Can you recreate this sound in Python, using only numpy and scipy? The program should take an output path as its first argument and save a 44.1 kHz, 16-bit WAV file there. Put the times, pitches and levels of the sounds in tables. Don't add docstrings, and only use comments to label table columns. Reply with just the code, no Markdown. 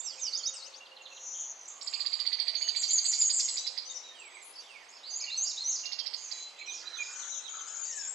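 import sys
import numpy as np
from scipy import signal
from scipy.fft import rfft, irfft
from scipy.io import wavfile

SR = 44100
rng = np.random.default_rng(int(sys.argv[2]) if len(sys.argv) > 2 else 0)


def dump(signal):
    limited = np.clip(np.atleast_2d(signal).T, -1, 1)
    pcm = np.round(limited * 32767).astype(np.int16)
    wavfile.write(sys.argv[1], SR, pcm)


N = 358974
TIME = np.arange(N) / SR


def from_db(db):
    return 10 ** (np.asarray(db) / 20)


def at_hz(points, hz):
    f, value = np.transpose(points)
    return np.interp(np.log(np.maximum(hz, 1)), np.log(f), value)


def at_time(rows, s):
    return np.interp(s, *np.transpose(rows))


def wander(t, rate):
    return np.interp(t * rate, np.arange(1024), rng.standard_normal(1024))


def fade(u, rise, fall):
    fade_in = np.sin(np.pi / 2 * np.clip(u / rise, 0, 1)) ** 2
    fade_out = np.sin(np.pi / 2 * np.clip((1 - u) / fall, 0, 1)) ** 2
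    return fade_in * fade_out


def pan_gains(pan_db):
    return from_db([[pan_db / 2], [-pan_db / 2]])


def noise_band(hz, width, size):
    edges = [hz - width / 2, hz + width / 2]
    sos = signal.butter(2, edges, "band", fs=SR, output="sos")
    band = signal.sosfilt(sos, rng.standard_normal(size))
    return band / band.std()


def syrinx(hz, overtone_db=-52):
    phase = 2 * np.pi * np.cumsum(hz) / SR
    octave = np.sin(2 * phase) * (hz < SR / 4)
    return np.sqrt(2) * (np.sin(phase) + from_db(overtone_db) * octave)


def add_in_room(out, s, note, pan_db, room_db, t60, near_db, near_s=0.0075, apart=0.15):
    t = TIME[:SR // 2]
    mid, side, spikes = rng.standard_normal((3, len(t)))
    near = spikes * (rng.random(len(t)) < 1500 / SR) * np.exp(-t / near_s)
    decay = from_db(-60 * t / t60) * (1 - np.exp(-t / 0.001))
    tail = (mid + apart * side * [[1], [-1]]) * decay
    echoes = from_db(near_db) * near / np.linalg.norm(near)
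    paths = echoes + from_db(room_db) * tail / np.linalg.norm(tail[0])
    paths[:, 0] += 1
    sides = pan_gains(pan_db)
    heard = signal.fftconvolve(note[None], paths, axes=1) * sides / np.sqrt(np.mean(sides ** 2))
    start = max(round(s * SR), 0)
    out[:, start:start + heard.shape[1]] += heard[:, :N - start]


def whistle(hz, db, swell_db, rise=0.094, waver=0.0072):
    t = TIME[:len(hz)]
    u = t / t[-1]
    beak_db = at_hz([(7400, -2.0), (8500, -3.0)], hz)
    ends_db = -5 * (2 * u - 1) ** 2
    flutter_db = 2.0 * wander(t, 116.0)
    level = from_db(db + beak_db + swell_db * (u - .5) + ends_db + flutter_db)
    unsteady_hz = hz * (1 + waver * wander(t, 399) + 0.00838 * wander(t, 87.7))
    return level * fade(u, rise, fall=0.075) * syrinx(unsteady_hz)


def glide(length, pitches):
    u = np.linspace(0, 1, max(int(length * SR), 64))
    points = np.linspace(0, 1, len(pitches))
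    return np.polyval(np.polyfit(points, pitches, len(pitches) - 1), u)


def air(level_db=-60.6, pan_db=-1.5):
    # frequency in Hz, relative level per Hz in dB.
    air_colour = [(25, -21), (100, -26.5), (180, -21), (260, -13.5), (500, -4.5), (900, 0), (1600, -6.5),
                  (2500, -6), (4000, -8.5), (5500, -15), (7500, -20), (8800, -30.5), (11500, -27),
                  (13000, -47.5), (14500, -64.5)]
    # frequency in Hz, coherence (held to 0.9 at most below).
    air_likeness = [(60, 0.19), (160, 0.46), (420, 0.72), (1120, 0.56), (2960, 0.058), (7830, 1)]
    hz = np.arange(N // 2 + 1) * SR / N
    mid, side = rfft(rng.standard_normal((2, N)))
    alike = np.clip(at_hz(air_likeness, hz), 0, .9)
    colour = from_db(at_hz(air_colour, hz))
    colour /= np.sqrt(np.mean(colour ** 2 * ((hz > 200) & (hz < 1500))))
    ears = np.sqrt(1 + alike) * mid + np.sqrt(1 - alike) * side * [[1], [-1]]
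    hiss = irfft(colour * ears, N) / np.sqrt(2)
    return hiss * from_db(level_db) * pan_gains(pan_db)


def hoots_and_rustles(pan_db=-10.0):
    # start in seconds, length in seconds, centre in Hz, width in Hz, level in dB.
    low_bands = [(0.034, 1.48, 531, 24.8, -68.5), (0.242, 0.55, 1335, 159, -68.5),
                 (1.648, 0.78, 1157, 120, -65.5), (2.46, 0.32, 670, 34.3, -67), (3.265, 1.05, 512, 35, -71),
                 (4.102, 0.53, 388, 60, -75.5), (6.607, 0.49, 410, 200, -73)]
    out = np.zeros(N)
    for s, length, hz, width, db in low_bands:
        shape = fade((TIME - s) / length, rise=0.12, fall=0.34)
        out += noise_band(hz, width, N) * from_db(db) * shape
    return out * pan_gains(pan_db)


def far_flock(slide=0.152, spread_db=3.5, gain_db=-5.0):
    # lowest pitch in Hz, highest pitch in Hz, notes per second,
    # relative level in dB, left-right difference in dB.
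    flock_groups = [(1980, 3100, 55, -65.5, -4), (2968, 5600, 90, -62.5, -7.5), (5790, 8400, 34, -65, -1)]
    # time in seconds, level change in dB.
    flock_effort = [(0, 8), (.6, -2), (.95, -20), (1.6, -1), (2.3, 8.5), (3.3, 9.5), (3.9, 3.5), (4.4, 2),
                    (4.9, 3), (5.4, 5), (6.2, 6), (6.6, 5.5), (7.1, 8), (7.6, 6), (8.1, 8.5)]
    out = np.zeros((2, N))
    for low, high, per_s, db, pan_db in flock_groups:
        chorus = np.zeros(N)
        for s in np.arange(0, TIME[-1] - .1, 1 / per_s):
            delay, pitch, duration, direction, strength = rng.random(5)
            u = np.linspace(0, 1, int((0.01555 + 0.0309 * duration) * SR))
            bend = slide * np.sign(direction - .65)
            hz = low * (high / low) ** pitch * np.exp(bend * (u - .5))
            strength_db = spread_db * (2 * strength - 4)
            level = from_db(gain_db + db + at_time(flock_effort, s) + strength_db)
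            start = int((s + delay / per_s) * SR)
            chorus[start:start + len(u)] += (level * syrinx(hz) * np.sin(np.pi * u))[:N - start]
        add_in_room(out, 0, chorus, pan_db, room_db=12, t60=0.45, near_db=0, apart=0.35)
    return out


def buzzes(gain_db=-2.5, pulsing=0.66, sharpening=0.29, uneven=0.13, waver=0.02435, flutter_db=2.5):
    # start in seconds, length in seconds, mean centre pitch in Hz,
    # mean trills per second, roughness (1 = usual), relative level in dB,
    # swell over the note in dB, left-right difference in dB.
    trills = [(1.07, .21, 6450, 283.7, 0.28, -52.5, 22, 1.5), (1.246, 0.1, 6210, 261.6, 0.14, -46, 7, 7),
              (1.309, 0.12, 6460, 165.8, 0.67, -42.5, 8, 2.5), (1.41, 0.11, 6370, 147, 0.42, -44.5, 1, 2),
              (1.335, 0.14, 3290, 150.4, 0.92, -62, -5, -4), (1.549, 0.18, 6390, 48, 1.15, -54.5, 4, -2),
              (1.669, 0.12, 6870, 54.5, 1, -51.5, -5, -3.5), (1.798, 0.48, 7220, 60.1, 1.5, -57, -20, 2.5),
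              (1.92, 0.052, 2584, 118, 1.6, -51.5, 3, -10), (5.203, 0.13, 2404, 116.3, 2.6, -55.5, -2, -17),
              (6.149, 0.31, 6740, 225.7, 0.5, -51.5, 5, -5.5), (6.27, 0.14, 2156, 91, 4.4, -61, 5, -13),
              (6.578, 0.049, 2437, 86, 2.2, -52.5, 16, -9), (6.728, 0.11, 5060, 120.3, 1.9, -51, 1, -7),
              (6.8, 0.27, 1478, 96.1, 3.9, -59, -2, -6), (7.07, 0.23, 1452, 97, 4, -57, 1, -5.5),
              (7.28, 0.29, 1400, 96.4, 4, -64.5, 0, -6), (6.993, 0.17, 6720, 208, 0.64, -50.5, -2, 2),
              (7.02, 0.12, 5100, 118, 1.54, -54, -3, -7), (7.1, 0.039, 7300, 119, 0.55, -57, 1, 0),
              (7.16, 0.15, 7830, 219, .4, -63.5, -7, 2), (7.14, 0.28, 6430, 242, 0.39, -44, 5.5, 15),
              (7.505, 0.42, 6750, 45, 0.56, -47, 3.5, 11), (7.52, 0.34, 1418, 110, 4.1, -58.5, -8, -7),
              (7.827, 0.26, 7030, 54, 0.78, -47, 4, 7)]
    out = np.zeros((2, N))
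    for s, length, hz, rate, rough, db, swell_db, pan_db in trills:
        swing_hz = 68.6 + 0.066 * hz
        t = TIME[:int(length * SR)]
        u = t / t[-1]
        beat = 2 * np.pi * np.cumsum(rate * (1 + uneven * rough * wander(t, 150))) / SR
        depth = pulsing * (200 / rate) ** sharpening
        strokes = np.exp(depth * np.cos(beat)) * from_db(flutter_db * wander(t, 140))
        centre_hz = hz * (1 + waver * rough * wander(t, 600))
        voice = syrinx(centre_hz - swing_hz * np.sin(beat)) * strokes
        level = from_db(gain_db + db + swell_db * (u - .5))
        note = voice / voice.std() * level * fade(u, rise=0.085, fall=0.11)
        add_in_room(out, s, note, pan_db, room_db=0.5, t60=0.42, near_db=4.0)
    return out


def calls(swell_db=-4.5, close_db=-40, distant_db=-52, far_loss_db=-1.0, far_room_db=3, far_rise=0.085):
    # start in seconds, length in seconds, start pitch in Hz, end pitch in Hz,
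    # relative level in dB, left-right difference in dB.
    call_notes = [(0, 0.006, 6420, 7800, -34.5, -16), (0.025, 0.053, 7460, 7410, -43, -19),
                  (0.038, 0.083, 6640, 4290, -42.5, -7), (0.005, 0.015, 3890, 3320, -54.5, -5),
                  (0.118, 0.033, 3500, 2600, -58, 1), (0.172, 0.029, 2710, 2250, -59, -5),
                  (0.16, 0.13, 6930, 5130, -53.5, -5), (0.193, 0.018, 8200, 6770, -48.5, 1),
                  (0.212, 0.084, 6680, 4300, -36.5, -6.5), (0.195, 0.02, 3750, 3620, -54, -1),
                  (.256, 0.028, 3270, 2660, -52, -6), (0.326, .025, 3900, 3530, -49.5, -7),
                  (0.393, 0.024, 3440, 2940, -53, -8), (0.466, 0.028, 3800, 3685, -45.5, -4),
                  (0.506, .122, 7010, 3700, -48.5, 6), (0.524, 0.032, 3220, 2550, -54.5, -4),
                  (0.535, 0.034, 8450, 7250, -50.5, -3.5), (0.66, .022, 3210, 2600, -58, -4),
                  (0.73, 0.023, 4000, 3110, -57, -6), (0.861, 0.063, 4900, 4160, -64, 13),
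                  (0.985, 0.22, 4220, 4200, -61, -18), (1.011, 0.03, 7400, 6000, -58, 5),
                  (2.561, 0.059, 6740, 6370, -49.5, -10), (2.612, 0.09, 6880, 6320, -41, -2),
                  (2.63, 0.079, 2935, 3020, -49.5, -9), (2.872, .025, 7200, 7020, -40, 0),
                  (3.03, 0.024, 7400, 7930, -36, -3), (3.251, 0.038, 6620, 6550, -32, -4),
                  (3.27, 0.029, 8380, 7250, -44.5, 0), (3.43, 0.047, 6920, 6400, -39, -2),
                  (3.564, 0.13, 3940, 3970, -47.5, 2), (3.571, 0.048, 5640, 6500, -41.5, 12),
                  (3.887, 0.04, 3790, 3610, -44.5, -4), (4.029, 0.1, 3926, 3670, -54, -5),
                  (4.11, 0.024, 1814, 1780, -58, -4), (4.127, 0.21, 3410, 1847, -55.5, -11),
                  (4.187, 0.022, 7300, 8020, -52, 2), (4.247, 0.032, 7500, 8130, -53.5, 3),
                  (4.343, 0.017, 7590, 8350, -53.5, -1), (4.415, 0.024, 7700, 6670, -52.5, -15),
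                  (4.416, 0.12, 10330, 10280, -56.5, 16), (4.525, 0.093, 5030, 5220, -57.5, 12),
                  (4.555, 0.057, 4550, 4574, -52, -11), (4.596, 0.028, 6900, 4900, -56.5, 2),
                  (4.883, 0.027, 6130, 7330, -55.5, -1), (4.606, 0.12, 3880, 2760, -62, -3),
                  (4.679, 0.17, 3000, 1707, -54.5, -12), (5.058, 0.11, 4720, 4820, -46.5, -20),
                  (5.095, 0.035, 6770, 6640, -48.5, -18), (5.207, 0.011, 5990, 6830, -37, 0),
                  (5.262, 0.045, 2980, 2590, -44.5, -10), (5.362, 0.019, 8070, 7450, -47.5, -8),
                  (5.442, 0.064, 4750, 4690, -40, -16), (5.706, 0.018, 7310, 5240, -37, 4),
                  (5.829, 0.093, 2794, 2780, -47, -26), (5.994, 0.042, 3293, 3130, -48, -9),
                  (6.223, 0.075, 7160, 5810, -47, -3), (6.281, 0.26, 3987, 4027, -52.5, 0),
                  (6.59, 0.012, 7600, 6160, -51, 3), (6.672, 0.024, 2446, 2430, -41.5, -8),
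                  (6.741, 0.037, 5670, 5840, -45.5, -3), (6.854, 0.045, 3920, 3990, -43, -9),
                  (6.983, 0.047, 2493, 2340, -40, -7.5), (7.589, 0.047, 6550, 6140, -48, 6),
                  (7.668, 0.045, 4700, 5660, -52, 3), (7.73, 0.048, 7000, 6030, -47, 8),
                  (7.838, 0.023, 4660, 4720, -47, 2), (7.86, .07, 6930, 6360, -45.5, 9),
                  (8.01, 0.074, 7030, 6480, -47, -2), (7.849, 0.26, 1988, 1452, -56.5, -3),
                  (7.959, 0.024, 8370, 5640, -41, 22), (7.978, 0.046, 5660, 5150, -44, 18)]
    out = np.zeros((2, N))
    for s, length, start_hz, end_hz, db, pan_db in call_notes:
        far = np.clip((close_db - db) / (close_db - distant_db), 0, 1)
        pitch = glide(length, [start_hz, np.sqrt(start_hz * end_hz), end_hz])
        rise = 0.089 + far_rise * far
        note = whistle(pitch, db + far_loss_db * far, swell_db, rise=rise, waver=0.0058)
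        room_db = -1.5 + far_room_db * far
        add_in_room(out, s, note, pan_db, room_db, t60=0.69, near_db=3.0, near_s=0.012)
    return out


def arches(swell_db=-0.5, steepening=1.1):
    # start in seconds, rise in seconds,
    # fall in seconds, start pitch in Hz, top pitch in Hz, end pitch in Hz, relative level in dB,
    # left-right difference in dB.
    arch_notes = [(2.88, 0.038, 0.077, 5300, 7276, 6100, -28.5, -1.5),
                  (3.179, 0.026, 0.054, 6200, 7240, 6490, -26.5, -1.5),
                  (3.469, 0.033, 0.072, 6000, 7820, 6580, -38.5, 0.5),
                  (3.944, 0.022, 0.014, 5360, 5990, 5020, -40.5, 8),
                  (4.322, .018, 0.048, 1924, 2510, 1980, -50, -11),
                  (4.924, 0.026, 0.031, 4470, 5430, 4430, -51.5, -4),
                  (5.197, 0.0236, 0.034, 3850, 5170, 4020, -38.5, -4.5),
                  (5.455, 0.032, 0.032, 4500, 5640, 3570, -37, -4),
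                  (5.725, 0.02, 0.027, 5150, 6080, 4380, -36, -4),
                  (7.473, 0.032, 0.053, 5400, 6860, 6250, -42.5, 14),
                  (7.768, 0.026, 0.067, 5900, 7170, 6410, -39, 16),
                  (7.85, 0.038, .048, 4700, 6560, 5260, -45, 2.5),
                  (8.071, 0.018, 0.03, 6300, 7600, 7270, -37, 14)]
    out = np.zeros((2, N))
    for s, rise, fall, start_hz, top_hz, end_hz, db, pan_db in arch_notes:
        up = top_hz + (start_hz - top_hz) * np.linspace(1, 0, int(rise * SR)) ** 2
        down = top_hz + (end_hz - top_hz) * np.linspace(0, 1, int(fall * SR)) ** steepening
        note = whistle(np.concatenate([up, down]), db, swell_db)
        add_in_room(out, s, note, pan_db, room_db=0.5, t60=0.54, near_db=-3.0, near_s=0.0096)
    return out


def add_motif(out, motif, room_db, s, db, pan_db, stretch=1, transpose=1, variation=0.0079):
    for delay, length, *pitches, note_db, swell_db in motif:
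        detune = 1 + variation * rng.standard_normal(len(pitches))
        sung_hz = transpose * np.array(pitches) * detune
        note = whistle(glide(stretch * length, sung_hz), db + note_db, swell_db)
        add_in_room(out, s + stretch * delay, note, pan_db, room_db, t60=0.62, near_db=-1.5, near_s=0.013)


def song(motif, repeats, room_db):
    out = np.zeros((2, N))
    for row in repeats:
        add_motif(out, motif, room_db, *row)
    return out


def whistles():
    # delay in seconds, length in seconds, evenly spaced pitches in Hz,
    # relative level in dB, swell over the note in dB.
    upslur = [(0.0025, .082, 4050, 4540, 5216, 6440, 6160, 0, -1.8)]
    seesaw = [(0, 0.029, 2730, 2807, 2770, 2870, -0.5, -8), (.053, .022, 4190, 3825, 3180, 2840, 0.71, -7)]
    twitter = [(0.004, .027, 8450, 7900, 7200, 6450, -1, 8),
               (0.035, 0.062, 6900, 7520, 6900, 5750, 4600, -0.5, -5)]
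    flourish = [(0, 0.075, 3450, 4080, 4250, 4150, -7.5, -7),
                (.07, .075, 5750, 6050, 6250, 6550, 7400, 0.5, 9)]
    tsip = [(0, 0.062, 3950, 3900, 3500, 3020, 0.0078, -2.3)]
    # start in seconds, relative level in dB, left-right difference in dB,
    # then time stretch factor and pitch factor (both 1 where left out).
    upslur_times = [(.318, -31.5, -6.5, 1, 1.016), (0.427, -34, -5.5, 0.88, 1.036),
                    (.615, -46.5, 12, .92, 1), (0.721, -49.5, 9, 0.86, 0.98)]
    seesaw_times = [(0.654, -63, -3, 1.36, 0.92), (0.804, -52, -4, 0.94, 1.01),
                    (0.916, -51.5, -3.5, 0.89, 1.03), (1.001, -49.5, -6, 1, 1),
                    (1.111, -50.5, -5, 1.02, 0.96)]
    twitter_times = [(2.754, -36.5, -0.5, 0.9, 0.99), (3.049, -31, -2, 0.91, 0.99),
                     (3.323, -30, 0, 0.9, 1.01), (7.67, -51, 13, 1.06, 0.98)]
    flourish_times = [(3.773, -45.5, 15, 1.03, 1), (5.027, -41, -2, 1.08, 1.035),
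                      (5.297, -32.5, -1.5, 1.035, 1.023), (5.565, -31, -2, 1.02, 0.99),
                      (6.572, -44.5, -6, 1.2, .98), (6.851, -47.5, -4.5, 1.16, 0.99)]
    tsip_times = [(6.663, -47, -21), (6.927, -47, -35), (7.192, -50.5, -26), (7.312, -48, -17),
                  (7.429, -47, -19), (7.553, -53, -27)]
    return (song(upslur, upslur_times, room_db=-7.0)
            + song(seesaw, seesaw_times, room_db=-2)
            + song(twitter, twitter_times, room_db=3.5)
            + song(flourish, flourish_times, room_db=0.5)
            + song(tsip, tsip_times, room_db=1.5))


def chips(gain_db=-4.0, low_hz=1750, shoulder=1.65, top_at=0.45, skirt=1.35, flutter_db=0.5,
          pace_spread=.05, roughness=0.015, hoarse=0.12, second_pitch=0.72, second_db=-7):
    # time in seconds, relative level in dB.
    chip_runs = [(1.8168, -31), (1.877, -26.5), (1.9406, -24.5), (2.007, -23.5), (2.066, -22),
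                 (2.1344, -22.5), (2.2028, -21), (2.2685, -21), (2.3325, -19.5), (2.4024, -19),
                 (2.4846, -20), (2.5545, -20.5), (2.6241, -22), (2.6903, -20), (2.7649, -20.5),
                 (2.8387, -21), (2.9113, -21.5), (2.987, -23), (3.0586, -22), (3.1373, -22.5),
                 (3.217, -23.5), (3.3052, -22.5), (3.404, -22.5), (3.491, -23), (3.5761, -23.5),
                 (3.671, -22.5), (3.7802, -24), (5.7954, -33), (5.86, -26), (5.9257, -23.5),
                 (5.9942, -22.5), (6.065, -23), (6.1405, -25), (6.3182, -29)]
    # time in seconds, pitch in Hz.
    chip_tops = [(1.819, 5810), (1.89, 5110), (2.0, 4876), (2.25, 4770), (2.45, 4658), (2.95, 4774),
                 (3.199, 4950), (3.35, 5220), (3.67, 5415), (3.78, 5150), (5.8, 6030), (5.869, 5684),
                 (6.07, 5516), (6.32, 5370)]
    # frequency in Hz, gain in dB.
    throat = [(1650, -29.5), (2200, -19.5), (2700, -31.5), (3500, -24.5), (4150, -12), (4600, -1),
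              (5600, -12.5)]
    # centre in Hz, width in Hz, relative level in dB.
    rasp_bands = [(2215, 590, -30), (3450, 680, -24), (4260, 760, -16.5)]
    # time in seconds, left-right difference in dB.
    facing = [(3.3, -18), (3.8, -21), (5.8, -30), (6.3, -21)]
    out = np.zeros((2, N))
    for s, db in chip_runs:
        top_hz = at_time(chip_tops, s)
        half = .0148 * (5123 / top_hz) ** 2.6 * np.exp(pace_spread * rng.standard_normal())
        t = TIME[:int(2 * half * SR)]
        u = t / t[-1]
        from_top = np.interp(u, [0, top_at, 1], [1, 0, .7])
        arch = np.abs(np.cos(np.pi / 2 * from_top ** (shoulder / 2))) ** skirt
        rasp = sum(from_db(rasp_db) * noise_band(hz, width, len(t)) for hz, width, rasp_db in rasp_bands)
        note = rasp * fade(u, rise=0.17, fall=0.55)
        for pitch, voice_db in [(1, 0), (second_pitch, second_db)]:
            unsteady = roughness + hoarse * (1 - arch)
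            hz = (low_hz + (pitch * top_hz - low_hz) * arch) * (1 + unsteady * wander(t, 600))
            level = from_db(voice_db + at_hz(throat, hz) + flutter_db * wander(t, 361))
            note = note + syrinx(hz, overtone_db=-42.5) * level * fade(u, rise=0.023, fall=0.07)
        start = s - half + .002
        add_in_room(out, start, from_db(gain_db + db) * note, at_time(facing, s),
                    room_db=-4.0, t60=0.63, near_db=-2, near_s=0.013)
    return out


def scene():
    return (air() + hoots_and_rustles() + far_flock() + buzzes() + calls() + arches()
            + whistles() + chips())


def record(dry):
    return signal.sosfilt(signal.ellip(10, .1, 80, 15000, fs=SR, output="sos"), dry)


dry = scene()
out = record(dry)
dump(out)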